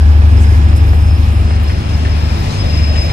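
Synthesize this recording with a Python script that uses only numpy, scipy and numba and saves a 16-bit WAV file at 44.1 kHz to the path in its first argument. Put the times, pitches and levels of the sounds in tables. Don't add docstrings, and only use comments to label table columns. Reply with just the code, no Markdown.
import sys
import numpy as np
from scipy import signal
from scipy.io import wavfile
from scipy.ndimage import uniform_filter1d, map_coordinates
from numba import njit

SR = 44100
rng = np.random.default_rng(int(sys.argv[2]) if len(sys.argv) > 2 else 0)


def volts_from_decibels(level):
    exponent = np.asarray(level, float) / 20
    return 10 ** exponent


def inscribe(sig):
    pcm = np.round(np.clip(np.atleast_2d(sig).T, -1, 1) * 32767)
    wavfile.write(sys.argv[1], SR, pcm.astype(np.int16))


N = 137592
TIME_S = np.arange(N) / SR


def set_rms(x, db):
    return x * volts_from_decibels(db) / np.sqrt(np.mean(x ** 2))


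@njit
def bandpass(x, hz, width_hz):
    y, band, low = np.empty(len(x)), 0., 0.
    g, damping = np.tan(np.pi * hz / SR), width_hz / hz
    for i in range(len(x)):
        v = (band + g * (x[i] - low)) / (1 + g * (g + damping))
        band, low, y[i] = 2 * v - band, low + 2 * g * v, damping * v
    return y


def noise_band(noise, hz, width_1_hz, width_2_hz):
    return bandpass(bandpass(noise, hz, width_1_hz), hz, width_2_hz)


def walk(rate_hz):
    hold = int(SR / rate_hz)
    steps = np.repeat(rng.standard_normal(N // hold + 1), hold)
    return 1.37 * uniform_filter1d(uniform_filter1d(steps, hold), hold)[:N]


def in_time(table, column=1):
    table = np.array(table)
    return np.interp(TIME_S, table[:, 0], table[:, column])


def at_hz(table, hz, column=1):
    table = np.array(table)
    return np.interp(np.log(hz), np.log(table[:, 0]), table[:, column])


def tone(hz):
    return np.cos(2 * np.pi * np.cumsum(hz) / SR)


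# time in seconds, roar level in dB, how far the left port faces the wheels 0-1.
PASSING = [(0, -0.5, 0.08), (.45, 1.46, 0.29), (1.0, 0.5, 0.33), (1.38, 0, 0.35), (1.52, 0, 0.62),
           (2.2, 0.5, 0.86), (2.75, 1, 0.79), (3.12, 1.5, 0.72)]
# frequency in Hz, gain turned away in dB, gain facing the wheels in dB.
LEFT_PORT = [(152, 2.43, 1.35), (900, -4, 3), (1460, -5.5, -1), (2050, -2.5, 7.5), (2640, 6, 7.5),
             (4900, -10, 9.5), (8200, -18, -4), (14000, -26, -7)]


def ports(direct, hz, diffuse=0):
    facing = in_time(PASSING, column=2)
    away_db, facing_db = at_hz(LEFT_PORT, hz), at_hz(LEFT_PORT, hz, column=2)
    lag_s = 0.0003 + (0.0005 - 0.0003) * np.clip(facing, 0, 1)
    left = map_coordinates(direct, [np.arange(N) - lag_s * SR], order=2, mode="mirror")
    left_gain = volts_from_decibels(away_db + (facing_db - away_db) * facing)
    return (np.array([left, direct]) + diffuse) * np.array([left_gain, np.ones(N)])


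# start in seconds, peak in dB, centre in Hz.
TICKS = [
    (.152, -19, 800),
    (.73, -17, 800),
    (.934, -13, 800),
    (1.112, -14, 600),
    (1.432, -19, 1300),
    (1.51, -14, 600),
    (2.06, -18, 900),
]


def ticks():
    out, right_db = 0, -12
    for start_s, peak_db, hz in TICKS:
        blow = np.zeros(N)
        blow[int(start_s * SR)] = 1
        tick = noise_band(blow, hz, 1.3 * hz, 1.3 * hz)
        out = out + tick * volts_from_decibels(peak_db) / abs(tick).max()
    return out * volts_from_decibels([[0], [right_db]])


# centre in seconds, length in seconds, level in dB, centre in Hz, left minus right in dB.
SPITS = [
    (0.422, 0.074, -34.5, 7000, -3),
    (0.771, 0.036, -31.5, 9600, 3.5),
    (0.943, 0.46, -46, 11600, -2),
    (1.25, 0.44, -51.5, 10900, -11),
    (1.504, 0.059, -45, 9000, 8),
    (1.636, 0.027, -35, 12500, 7),
    (1.7, .08, -44, 10000, 14),
    (2.403, 0.12, -40, 12800, 8),
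    (2.542, 0.18, -39.5, 6000, -9),
    (3.045, 0.1, -42, 12300, 13),
]


def spits():
    out = 0
    for centre_s, length_s, db, hz, pan_db in SPITS:
        hiss = set_rms(noise_band(rng.standard_normal(N), hz, 0.83 * hz, 1.1 * hz), db)
        puff = hiss * np.exp(-2 * ((TIME_S - centre_s) / (length_s / 2)) ** 2)
        out = out + ports(puff, hz) * volts_from_decibels([[pan_db / 2], [-pan_db / 2]])
    return out


def squeak():
    start_s, start_hz, rise_hz_per_s, level_db, t60_s = 2.493, 3880, 15000, -35, 0.2
    age_s = np.maximum(TIME_S - start_s, 0)
    hz = start_hz + rise_hz_per_s * np.minimum(age_s, 0.025) + 40 * walk(90)
    rise = 1 - np.exp(-age_s / 0.003)
    decay = volts_from_decibels(level_db - 60 * age_s / t60_s + 3.0 * walk(67.6))
    return ports(rise * decay * tone(hz), start_hz)


# start in seconds, level in dB, ring in Hz.
CLUNKS = [
    (0.128, -33, 1730),
    (0.219, -25, 795),
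    (.44, -27.5, 1630),
    (1.503, -26, 880),
    (1.695, -25, 1560),
    (2.049, -26, 1760),
    (2.639, -23, 606),
    (2.957, -28.5, 2020),
    (3.095, -33.5, 2310),
]


def clunks():
    knock_t60_s, ring_t60_s, ring_db = 0.13, 0.45, -14
    out = 0
    for start_s, db, hz in CLUNKS:
        age_s = np.maximum(TIME_S - start_s, 0)
        rise, noise = 1 - np.exp(-age_s / 0.00067), rng.standard_normal(N)
        knock = set_rms(noise_band(noise, hz, 0.94 * hz, 1.6 * hz), db) * volts_from_decibels(-60 * age_s / knock_t60_s)
        ring = set_rms(bandpass(noise, hz, 120.0), db + ring_db) * volts_from_decibels(-60 * age_s / ring_t60_s)
        out = out + ports(rise * (knock + ring), hz)
    return out


# time in seconds, level in dB, pitch drift in Hz.
SQUEAL = [(0, -45, -10), (.3, -45, -10), (.47, -40, -10), (.58, -46, 0), (1.05, -42, 10), (1.25, -46, 20),
          (2.05, -48, 35), (2.3, -42, 20), (2.45, -46, 10), (2.6, -36, 0), (2.85, -33, 0),
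          (3.04, -29.5, -5), (3.12, -31, 0)]
# pitch in Hz, tremble in Hz, early level in dB, late level in dB.
SQUEAL_MODES = [(5078, 14, -3, 0), (5112, 25, -5, -11), (5170, 22, -4, -12), (5030, 25, -9, -10)]


def squeal():
    takeover_s = 2.53
    late = 1 / (1 + np.exp(-(TIME_S - takeover_s) / 0.042))
    drift_hz, modes = in_time(SQUEAL, column=2), 0
    for hz, tremble_hz, early_db, late_db in SQUEAL_MODES:
        beads_db = (5.5 - 2.0 * late) * walk(80)
        gain = volts_from_decibels(early_db + (late_db - early_db) * late + beads_db)
        modes = modes + gain * tone(hz + drift_hz + tremble_hz * walk(60))
    near = modes * volts_from_decibels(in_time(SQUEAL))
    scattered = volts_from_decibels(-11) * np.array([np.roll(near, lag) for lag in rng.integers(900, 3000, size=2)])
    return ports(near, 4670.0, scattered)


# frequency in Hz, level in dB per Hz.
ROLL = [(30, -2.5), (130, 1.5), (250, -6), (500, -12.5), (1100, -13.5), (2600, -24.5), (6000, -29),
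        (14000, -36.5)]
# frequency in Hz, direct share 0-1.
DIRECT = [(40, 0.86), (300, 0.8), (1000, 0.32), (5000, 0), (12000, 0.4)]
# centre in Hz, width in Hz, level in dB, change in dB per second.
WHEEL_RINGS = [(215.3, 12.8, -35, -0.7), (245.2, 23, -35, -1), (329.3, 27, -37.5, -0.5),
               (636, 116, -40, 4.5), (820, 146, -41, -4.5), (1676, 89, -46, -7), (2430, 266, -44.5, 1.4),
               (2785, 78, -48, 4.5), (3610, 500, -52, 10.5)]


def roar():
    bands, swell, shimmer = 0, walk(3.15), walk(60)
    for hz in 25 * 2 ** (np.arange(28) / 3):
        direct, left, right = (noise_band(rng.standard_normal(N), hz, hz / 3, hz / 2) for _ in range(3))
        share = np.clip(at_hz(DIRECT, hz), 0, 1)
        db = at_hz(ROLL, hz) + 0.3 * swell + 0.7 * shimmer * min(hz / 9500.0, 1) + 1.4 * walk(14)
        diffuse = np.sqrt(1 - share) * np.array([left, right])
        bands = bands + volts_from_decibels(db) * ports(np.sqrt(share) * direct, hz, diffuse)
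    rings = 0
    for hz, width_hz, db, change_db_per_s in WHEEL_RINGS:
        ring = set_rms(bandpass(rng.standard_normal(N), hz, width_hz), db)
        gain = volts_from_decibels(1.3 * walk(12) + change_db_per_s * (TIME_S - 2.0))
        rings = rings + gain * ports(ring, hz)
    return (set_rms(bands, -23) + rings) * volts_from_decibels(in_time(PASSING))


def hand_shade(pair):
    hz, width_hz, max_depth = 1400, 350, 0.6
    depth = max_depth * (1 - np.clip(in_time(PASSING, column=2), 0, 1) ** 2)
    return np.array([pair[0] - depth * bandpass(pair[0], hz, width_hz), pair[1]])


def drone(shaft_hz, multiples, levels_db, curve, wander, flutter_db):
    turns = np.cumsum(shaft_hz * (1 + wander * walk(2.91))) / SR
    tones = 0
    for k, db in zip(multiples, levels_db):
        gain = volts_from_decibels(db + flutter_db * walk(5.82))
        tones = tones + gain * np.cos(2 * np.pi * (k * turns + rng.random()))
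    return ports(np.sqrt(2) * volts_from_decibels(in_time(curve)) * tones, 80.)


# time in seconds, level in dB.
TRACTION = [(0, -19.5), (0.299, -16), (1.0, -14.5), (1.6, -19), (2.1, -20.5), (2.6, -20), (3.12, -22)]
TRACTION_DB = [-16, -6.5, -6, -13, -5, -6, -3, -17, -12]


def traction_diesel():
    cycle_hz, multiples = 5.775, (4, 8, 9, 11, 15, 16, 17, 18, 19)
    return drone(cycle_hz, multiples, TRACTION_DB, TRACTION, wander=0.00072, flutter_db=2.4)


# time in seconds, level in dB.
GENERATOR = [(0.0, -7.5), (0.07, -5.5), (1.69, -12.5), (1.84, -21), (1.95, -13), (2.21, -12.5), (2.42, -17),
             (2.48, -54), (2.63, -17.5), (2.81, -10.5), (3.03, -13.5), (3.12, -21.5)]
# time in seconds, level in dB.
OVERTONES = [(0, -35), (.35, -40), (.55, -31), (1.15, -37), (1.4, -32), (1.6, -33), (1.95, -27),
             (2.15, -32), (2.65, -26), (2.9, -34), (3.12, -28)]
OVERTONE_DB = [0, -9]


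def generator_diesel():
    firing_hz = 74.1
    firing = drone(firing_hz, [1], [0], GENERATOR, wander=0.0004, flutter_db=0.12)
    overtones = drone(firing_hz, (2, 3), OVERTONE_DB, OVERTONES, wander=0.006, flutter_db=1.5)
    return firing + overtones


def scene():
    brakes = spits() + squeak()
    rolling = ticks() + clunks() + squeal() + hand_shade(roar())
    engines = volts_from_decibels(-0.22) * (traction_diesel() + generator_diesel())
    return brakes + rolling + engines


# frequency in Hz, threshold in dB per Hz.
AUDIBLE = [(4500, -102), (6000, -81), (9000, -91.5), (12000, -91.5), (13500, -86), (14500, -86),
           (15300, -84), (16000, -70)]


def drop_faint(x):
    block, patch, scatter_db = 2048, 8, 4
    hz, _, z = signal.stft(x, SR, nperseg=block, scaling="psd")
    power = abs(z) ** 2
    smooth = uniform_filter1d(uniform_filter1d(power, size=2 * patch, axis=1), size=2, axis=2)
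    scatter = rng.standard_normal((2, len(hz) // patch + 1, z.shape[2]))
    scatter = 2 * uniform_filter1d(scatter, size=4, axis=2)
    scatter = np.repeat(scatter, patch, axis=1)[:, :len(hz)]
    floor = volts_from_decibels(at_hz(AUDIBLE, hz + 1)[:, None] + scatter_db * scatter) ** 2
    kept = z * (smooth > floor) * (power > 0.6 * floor)
    return signal.istft(kept, SR, nperseg=block, scaling="psd")[1][:, :N]


def band_limit(x):
    return signal.sosfilt(signal.butter(12, 15320, fs=SR, output="sos"), x)


def record(dry):
    converted = np.clip(dry, -1, 1)
    mix = np.clip(drop_faint(converted), -1, 1)
    return band_limit(mix)


dry = scene()
out = record(dry)
inscribe(out)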